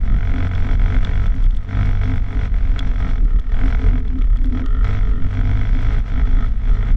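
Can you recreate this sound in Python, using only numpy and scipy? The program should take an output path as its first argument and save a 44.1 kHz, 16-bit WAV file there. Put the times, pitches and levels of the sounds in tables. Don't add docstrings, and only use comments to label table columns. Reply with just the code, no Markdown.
import sys
import numpy as np
from scipy import signal
from scipy.fft import rfft, irfft
from scipy.io import wavfile
from scipy.ndimage import uniform_filter1d

SR = 44100
rng = np.random.default_rng(int(sys.argv[2]) if len(sys.argv) > 2 else 0)


def attenuation_scalar(level_db):
    decades = np.asarray(level_db, float) / 20
    return 10 ** decades


def waveform_to_disk(signal):
    frames = np.transpose(np.atleast_2d(signal))
    scaled = np.clip(frames, -1, 1) * 32767
    samples = np.round(scaled).astype(np.int16)
    wavfile.write(sys.argv[1], SR, samples)


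N = 306936


def curve(table):
    s, *columns = np.transpose(table)
    return [np.interp(np.arange(N) / SR, s, c) for c in columns]


def unit(x):
    return x / np.sqrt(np.mean(x ** 2))


def noise():
    return rng.standard_normal(N)


def dull(x, hz):
    return signal.sosfilt(signal.butter(4, hz, fs=SR, output="sos"), x)


def ring(x, hz, width_hz):
    return signal.lfilter(*signal.iirpeak(hz, hz / width_hz, fs=SR), x)


def body(x, modes):
    parts = [attenuation_scalar(db) * ring(x, hz, width) for hz, width, db in modes]
    return unit(sum((-1) ** k * part for k, part in enumerate(parts)))


def coloured(x, points):
    hz, db = np.transpose(points)
    bins = np.fft.rfftfreq(N, 1 / SR) + 1e-3
    gain = attenuation_scalar(np.interp(np.log(bins), np.log(hz), db))
    return unit(irfft(rfft(x) * gain, N))


def walk(rate):
    k = int(SR / rate)
    steps = np.repeat(rng.standard_normal(N // k + 1), k)
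    return unit(uniform_filter1d(uniform_filter1d(steps, k), k)[:N])


def clicks(seconds, sizes):
    out = np.zeros(N + 2)
    place = np.clip(seconds * SR, 0, N)
    np.add.at(out, place.astype(int), sizes * (1 - place % 1))
    np.add.at(out, place.astype(int) + 1, sizes * (place % 1))
    return out[:N]


def fading(x, tau_s):
    return signal.lfilter([1], [1, -np.exp(-1 / (tau_s * SR))], x)


def burst(at, db, tau_s):
    return fading(clicks(at, attenuation_scalar(db)), tau_s) * rng.choice([-1, 1], N)


def held(start_s, hold_s, first_db, last_db, rest_db, rise_s, fall_s):
    end_s = start_s + hold_s
    corners = np.transpose([start_s - rise_s, start_s, end_s, end_s + fall_s])
    t = np.arange(N) / SR
    return np.max([np.interp(t, c, [rest_db, a, b, rest_db])
                   for c, a, b in zip(corners, first_db, last_db)], axis=0)


def follow(lever_db, share, offset_db):
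    return offset_db - 45 + share * (lever_db + 45)


# (time [s], firing rate [Hz])
FIRING_RATE = [(0.0, 46.22), (0.622, 45.31), (0.762, 47.24), (0.99, 47.06), (1.56, 49.61), (1.948, 48.85),
               (2.723, 45.29), (3.068, 45.89), (3.361, 36.11), (3.634, 44.2), (3.986, 42.43), (4.251, 33.7),
               (4.418, 35.42), (4.8, 50.95), (5.194, 46.15), (5.639, 50.98), (6.486, 52.62), (6.96, 51.51)]


def steady_rate():
    return curve(FIRING_RATE)[0]


# (opens [s], shuts [s], exhaust level at opening [dB], exhaust level at shutting [dB])
THROTTLE_BLIPS = [(0.046, 0.477, -48.5, -41), (0.503, 0.748, -44, -41), (0.801, 0.979, -43, -40.5),
                  (1.02, 1.271, -44, -44), (1.303, 1.47, -52, -53.5), (1.699, 1.83, -45, -40.5),
                  (1.853, 1.986, -42.5, -48), (2.018, 2.18, -42.5, -44.5), (2.237, 2.465, -50.5, -43),
                  (2.53, 2.75, -50.5, -50), (2.758, 2.847, -43.5, -46.5), (2.857, 2.97, -48.5, -47.5),
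                  (2.992, 3.193, -41.5, -49), (3.535, 3.753, -44, -40), (3.79, 3.896, -45, -41.5),
                  (3.92, 3.987, -48, -46.5), (4.02, 4.13, -57.5, -54.5), (4.3, 4.38, -55.5, -57),
                  (4.458, 4.434, -48, -50.5), (4.535, 4.606, -48, -43), (4.852, 4.987, -44, -44),
                  (5.008, 5.116, -51, -49.5), (5.228, 5.264, -48, -49), (5.309, 5.413, -49, -43.5),
                  (5.445, 5.702, -43.5, -46), (5.73, 5.991, -46, -43.5), (6.068, 6.219, -50.5, -44),
                  (6.266, 6.47, -48.5, -47.5), (6.596, 6.699, -57, -45.5), (6.717, 6.911, -53, -46)]


def throttle():
    opens, shuts, first_db, last_db = np.transpose(THROTTLE_BLIPS)
    idle_db = -57 - 0.17 * (steady_rate() - 36)
    blips_db = held(opens, shuts - opens, first_db, last_db, rest_db=-64.5, rise_s=0.049, fall_s=0.041)
    return np.maximum(blips_db, idle_db)


def surge(lever_db):
    hz_per_db, lag_s, settle_s = 0.3, 0.057, 0.3
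    lagged = fading(lever_db + 44.5, lag_s) * (1 - np.exp(-1 / (lag_s * SR)))
    return hz_per_db * (lagged - uniform_filter1d(lagged, int(settle_s * SR)))


def strokes(turns, hz):
    chance = rng.standard_normal((400, 4)).T[:, :int(turns[-1])]
    at = np.interp(1 + np.arange(chance.shape[1]), turns, np.arange(N) / SR)
    cracks = clicks(at + 0.00005 * chance[0], attenuation_scalar(1.3 * chance[1]))
    gulps = clicks(at + 0.0102 + 0.0006 * chance[2], attenuation_scalar(2.5 * chance[3]))
    harder_at_speed = np.clip(0.15 + 0.07 * (hz - 46), 0, 1)
    return cracks, gulps * harder_at_speed


def treble(x):
    return signal.sosfilt(signal.butter(6, 1150, "high", fs=SR, output="sos"), x)


# (pitch [Hz], width [Hz], level [dB])
EXHAUST_MODES = [(325, 44, -5.5), (515, 120, -10), (593.5, 27, -6), (691, 41, 3), (837, 12, 2.5),
                 (985, 56, -4.5), (1183, 110, -11), (1270, 132, 1), (1530, 220, -3), (2025, 69, -1),
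                 (2216, 97, -2), (3387, 140, -6)]


def exhaust_bark(blow, cracks, gulps):
    gas = unit((fading(cracks + gulps, 0.0055) + 0.03) * noise())
    bark = body(blow + 1.55 * treble(gas) + 0.1 * gas, EXHAUST_MODES)
    front = unit(ring(ring(blow, 1600, 1300), 1600, 1800))
    return bark + 0.3 * front


# (pitch [Hz], width [Hz], level [dB])
VALVE_MODES = [(3260, 360, 3.5), (4220, 200, 1), (4780, 650, -6.5), (5730, 470, 0), (7600, 570, -10)]


def valve_hiss(cracks, gulps):
    swell = fading(fading(cracks + gulps, 0.0019), 0.006) / 60
    return body((swell + 0.5) * noise(), VALVE_MODES)


# (multiple of firing rate [1], level [dB])
FRAME_BEATS = [(1, 3.5), (2, 3.5), (3, -14), (4, -12.5)]
# (time [s], change of level [dB])
DRIVE_PULL = [(0, 1.5), (.36, 1.5), (.5, 1), (1.25, 0.5), (1.6, 4.5), (1.77, 6), (2.2, 4), (2.6, 0),
              (3.2, 1.5), (3.55, -3), (3.75, -1.5), (3.88, 6), (4.4, -2), (4.75, 7.5), (4.95, -0.5),
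              (5.4, 6), (6.2, 0.5), (6.96, 3)]


def frame_throb(turns, lever_db):
    throb = 0
    for k, db in FRAME_BEATS:
        throb = throb + attenuation_scalar(db + 1.5 * walk(12)) * np.sin(2 * np.pi * k * turns + 0.4 * walk(6))
    return throb * attenuation_scalar(follow(lever_db, 0.82, 17) + curve(DRIVE_PULL)[0])


# (start [s], held for [s], drone level [dB], airbox hoot level [dB])
DEEP_WATER = [(.08, 0.087, -42.5, -51), (.68, 0.061, -42, -47), (0.881, .08, -46, -43),
              (1.07, 0.11, -43.5, -51), (1.73, .1, -42, -48), (2.33, 0.062, -47.5, -45.5),
              (2.79, .04, -45, -52), (3.011, 0.085, -40, -44.5), (3.26, .14, -45, -44.5),
              (3.42, 0.061, -51, -58), (3.5, 0.067, -41.5, -44), (3.83, 0.049, -55, -36),
              (3.98, 0.1, -58, -45.5), (4.19, 0.053, -46, -49), (4.28, 0.084, -46, -50),
              (4.55, 0.031, -40.5, -43), (4.64, .18, -41, -46), (4.84, 0.14, -41.5, -41),
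              (5.03, .17, -42.5, -43.5), (5.24, 0.01, -39, -42), (5.899, 0.083, -41.5, -40.5),
              (6.141, 0.12, -43, -46.5), (6.36, 0.089, -40, -50), (6.71, 0.19, -43.5, -45)]


def labour(lever_db):
    s, hold_s, drone_db, hoot_db = np.transpose(DEEP_WATER)

    def wade(db):
        return held(s, hold_s, db, db, rest_db=-67.5, rise_s=0.04, fall_s=0.026)

    return (np.maximum(follow(lever_db, 0.27, -6), wade(drone_db)),
            np.maximum(follow(lever_db, 0.8, -1.5), wade(hoot_db)))


# (pitch [Hz], width [Hz], level [dB])
BLOCK_MODES = [(577, 76, -14.5), (1279.7, 50, -0.5), (1343, 76, 1), (1842, 103, -7.5), (3200, 500, -18)]


def block_drone(blow, knock):
    push = blow + 1.5 * treble(knock)
    return unit(sum(attenuation_scalar(db) * ring(ring(push, hz, w), hz, 2 * w) for hz, w, db in BLOCK_MODES))


def airbox_hoot(blow, knock):
    airbox_hz = 424.7
    return unit(ring(ring(blow + knock, airbox_hz, 33.6), airbox_hz, 120))


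def engine(lever_db):
    hz = steady_rate() + surge(lever_db)
    turns = 0.48 + np.cumsum(hz) / SR
    cracks, gulps = strokes(turns, hz)
    blow = unit(dull(cracks, 2740))
    knock = unit((fading(fading(cracks, 0.002), 0.004) / 50 + 0.2) * noise())
    drone_db, hoot_db = labour(lever_db)
    bark = exhaust_bark(blow, cracks, gulps) * attenuation_scalar(lever_db + 6.5)
    hiss = valve_hiss(cracks, gulps) * attenuation_scalar(follow(lever_db, 0.75, -12) + 1.8 * walk(33))
    drone = dull(block_drone(blow, knock), 4300) * attenuation_scalar(drone_db + 1)
    hoot = airbox_hoot(blow, knock) * attenuation_scalar(hoot_db + 0.5)
    return dull(dull(bark + hiss, 7700) + drone, 7000) + hoot + frame_throb(turns, lever_db)


# (pitch [Hz], level per Hz [dB])
SHAKE_SPECTRUM = [(7, -6), (27, 1), (48, -3), (75, -12.5), (140, -24), (253, -28.5), (340, -44),
                  (900, -125)]
# (time [s], change of shake level [dB])
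RUMBLE_SWELLS = [(0.0, 0.5), (.13, 9), (.25, -3.5), (.39, -4), (1.662, -14), (2.04, -8), (2.17, 4), (2.29, -5),
                 (2.77, -4), (2.89, 4.5), (2.96, -9), (3.06, 2.5), (3.18, -4.5), (3.24, 6.5), (3.31, -3),
                 (3.37, 8), (3.43, -10), (3.57, -0.5), (4.59, -9), (4.84, 0), (5.119, 4.5), (5.27, 10.5),
                 (5.32, -18), (5.95, -10), (5.99, 12.5), (6.05, -11.5), (6.4, 3), (6.65, -6), (6.71, 4.5),
                 (6.96, 5)]


def mount_shake(lever_db):
    bounce_hz, swell_s = 33.05, 0.079
    road = noise()
    bounce = unit(ring(ring(road, bounce_hz, 5.6), bounce_hz, 15))
    shake = unit(coloured(road, SHAKE_SPECTRUM) + 0.5 * bounce)
    slow = dull(shake, 140)
    shake = slow + (shake - slow) * attenuation_scalar(follow(lever_db, 0.25, 45.94))
    t = np.arange(N) / SR
    shake_db = -13 + sum(db * np.clip(1 - abs(t - s) / swell_s, 0, 1) for s, db in RUMBLE_SWELLS)
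    return np.tanh(1.7 * shake * attenuation_scalar(shake_db)) / 1.7


# (pitch [Hz], level per Hz [dB])
SPRAY_SPECTRUM = [(300, -15), (450, -4), (700, -11), (1900, -12), (4400, -28), (7500, -37.5),
                  (11000, -54.5), (16000, -85.5)]


def spray(lever_db):
    droplets = (rng.random(N) < 0.04) * noise()
    patter = coloured(droplets, SPRAY_SPECTRUM) * attenuation_scalar(2 * walk(25))
    return patter * attenuation_scalar(follow(lever_db, 0.56, 0.5))


# (time [s], held for [s], level [dB])
HOUSING_JOLTS = [(.1, .02, -35), (.34, 0.094, -27), (.66, 0.063, -29), (.88, 0.095, -31.5),
                 (1.12, 0.078, -36), (1.345, 0.011, -32), (1.73, 0.09, -31.5), (1.88, 0.045, -34),
                 (2.07, 0.039, -29.5), (2.35, 0.017, -29), (2.701, 0.11, -33.5), (2.9, 0.12, -34),
                 (3.08, 0.024, -32), (3.229, 0.0066, -23), (3.63, 0.033, -22.5), (3.851, 0.12, -27.5),
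                 (4.16, 0.037, -26.5), (4.439, 0.2, -24.5), (4.8, 0.016, -32.5), (4.95, .02, -33.5),
                 (5.18, 0.035, -28), (5.38, 0.21, -30.5), (5.77, .02, -28), (5.87, 0.026, -32.5),
                 (6.15, 0.04, -32.5), (6.3, .1, -31), (6.7, .01, -31), (6.8, .01, -31.5),
                 (6.91, 0.016, -28.5)]


def housing_jolts():
    s, hold_s, db = np.transpose(HOUSING_JOLTS)
    ring_db = held(s, hold_s, db, db, rest_db=-45, rise_s=0.087, fall_s=0.074)
    housing_hz, thud_hz = 254.8, 324
    housing = unit(ring(ring(noise(), housing_hz, 13.8), housing_hz, 87))
    thud = unit(ring(ring(noise(), thud_hz, 130), thud_hz, 220))
    return housing * attenuation_scalar(ring_db - 3) + thud * attenuation_scalar(-40 + 1.53 * (ring_db + 23.5))


# (time [s], peak level [dB])
HISS_PRICKS = [(0.177, -49.5), (0.4837, -51.5), (0.738, -52), (1.046, -58), (1.2625, -47.5), (1.3528, -47),
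               (1.4317, -46), (1.4591, -47), (1.5652, -49.5), (1.8576, -46), (1.919, -48.5),
               (2.1593, -47.5), (2.79, -47.5), (3.1, -47), (3.244, -49), (3.3995, -48), (3.7587, -46.5),
               (4.3705, -49.5), (4.4386, -46.5), (4.6613, -47), (4.7238, -49), (4.8787, -52),
               (5.0485, -52.5), (5.24, -46), (5.514, -52), (5.819, -50.5), (5.9902, -46), (6.2342, -49),
               (6.454, -47.5), (6.9152, -46.5)]


def pricks():
    at, db = np.transpose(HISS_PRICKS)
    stray = rng.random((140, 2)).T
    at = np.r_[at, stray[0] * N / SR]
    db = np.r_[db, -60 + 6 * (2 * stray[1] - 1)]
    swell = burst(N / SR - at - 0.0015, db + 4, 0.0018)[::-1]
    return ring(ring(swell, 4700, 6800), 6400, 9000)


# (time [s], crack and shell ring level [dB], knock level [dB], knock pitch [Hz])
SHELL_TICKS = [(0.551, -36.5, -52, 1240), (1.048, -29.5, -17, 1550), (1.265, -35, -32, 1270),
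               (1.4563, -44, -41, 1100), (1.507, -42, -47, 1370), (1.44, -40, -50, 1300),
               (1.5489, -46, -51, 1230), (1.57, -42.5, -44, 1240), (1.8556, -42, -24, 1480),
               (2.4525, -58, -41, 1270), (2.7913, -23, -16.5, 1420), (3.1, -43.5, -45, 1300),
               (3.248, -46, -37.5, 1290), (3.396, -45, -45, 1300), (4.0795, -46, -43, 1180),
               (4.1889, -46.5, -41, 1340), (4.22, -42, -20, 2220), (4.371, -46.5, -44, 1270),
               (4.4437, -46, -29, 1340), (4.5257, -49, -36, 1300), (4.6602, -35, -19.5, 1270),
               (4.8444, -34, -12, 1360)]


def ticks():
    s, shell_db, knock_db, knock_hz = np.transpose(SHELL_TICKS)
    crack = ring(ring(burst(s, shell_db + 6.5, 0.0021), 3800, 2500), 4800, 3500)
    hit = clicks(s, attenuation_scalar(shell_db + 35)) + burst(s, shell_db + 23, 0.002)
    shell = ring(ring(hit, 3410, 240), 2900, 1200)
    knock = sum(ring(clicks(s[[k]], attenuation_scalar(knock_db[[k]] + 26)), knock_hz[k], 160) for k in range(len(s)))
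    return dull(crack, 7500) + shell + dull(knock, 3200)


def scene():
    lever_db = throttle()
    ride = mount_shake(lever_db) + spray(lever_db) + housing_jolts()
    return (engine(lever_db) + ride + pricks() + ticks())[None]


def roll_off(x):
    return signal.sosfilt(signal.butter(12, 15800, fs=SR, output="sos"), x)


def record(dry):
    edges = np.clip(np.minimum(np.arange(N), N - np.arange(N)) / 250, 0, 1)
    rounded = np.tanh(1.25 * dry * edges) / 1.25
    return roll_off(rounded)


dry = scene()
out = record(dry)
waveform_to_disk(out)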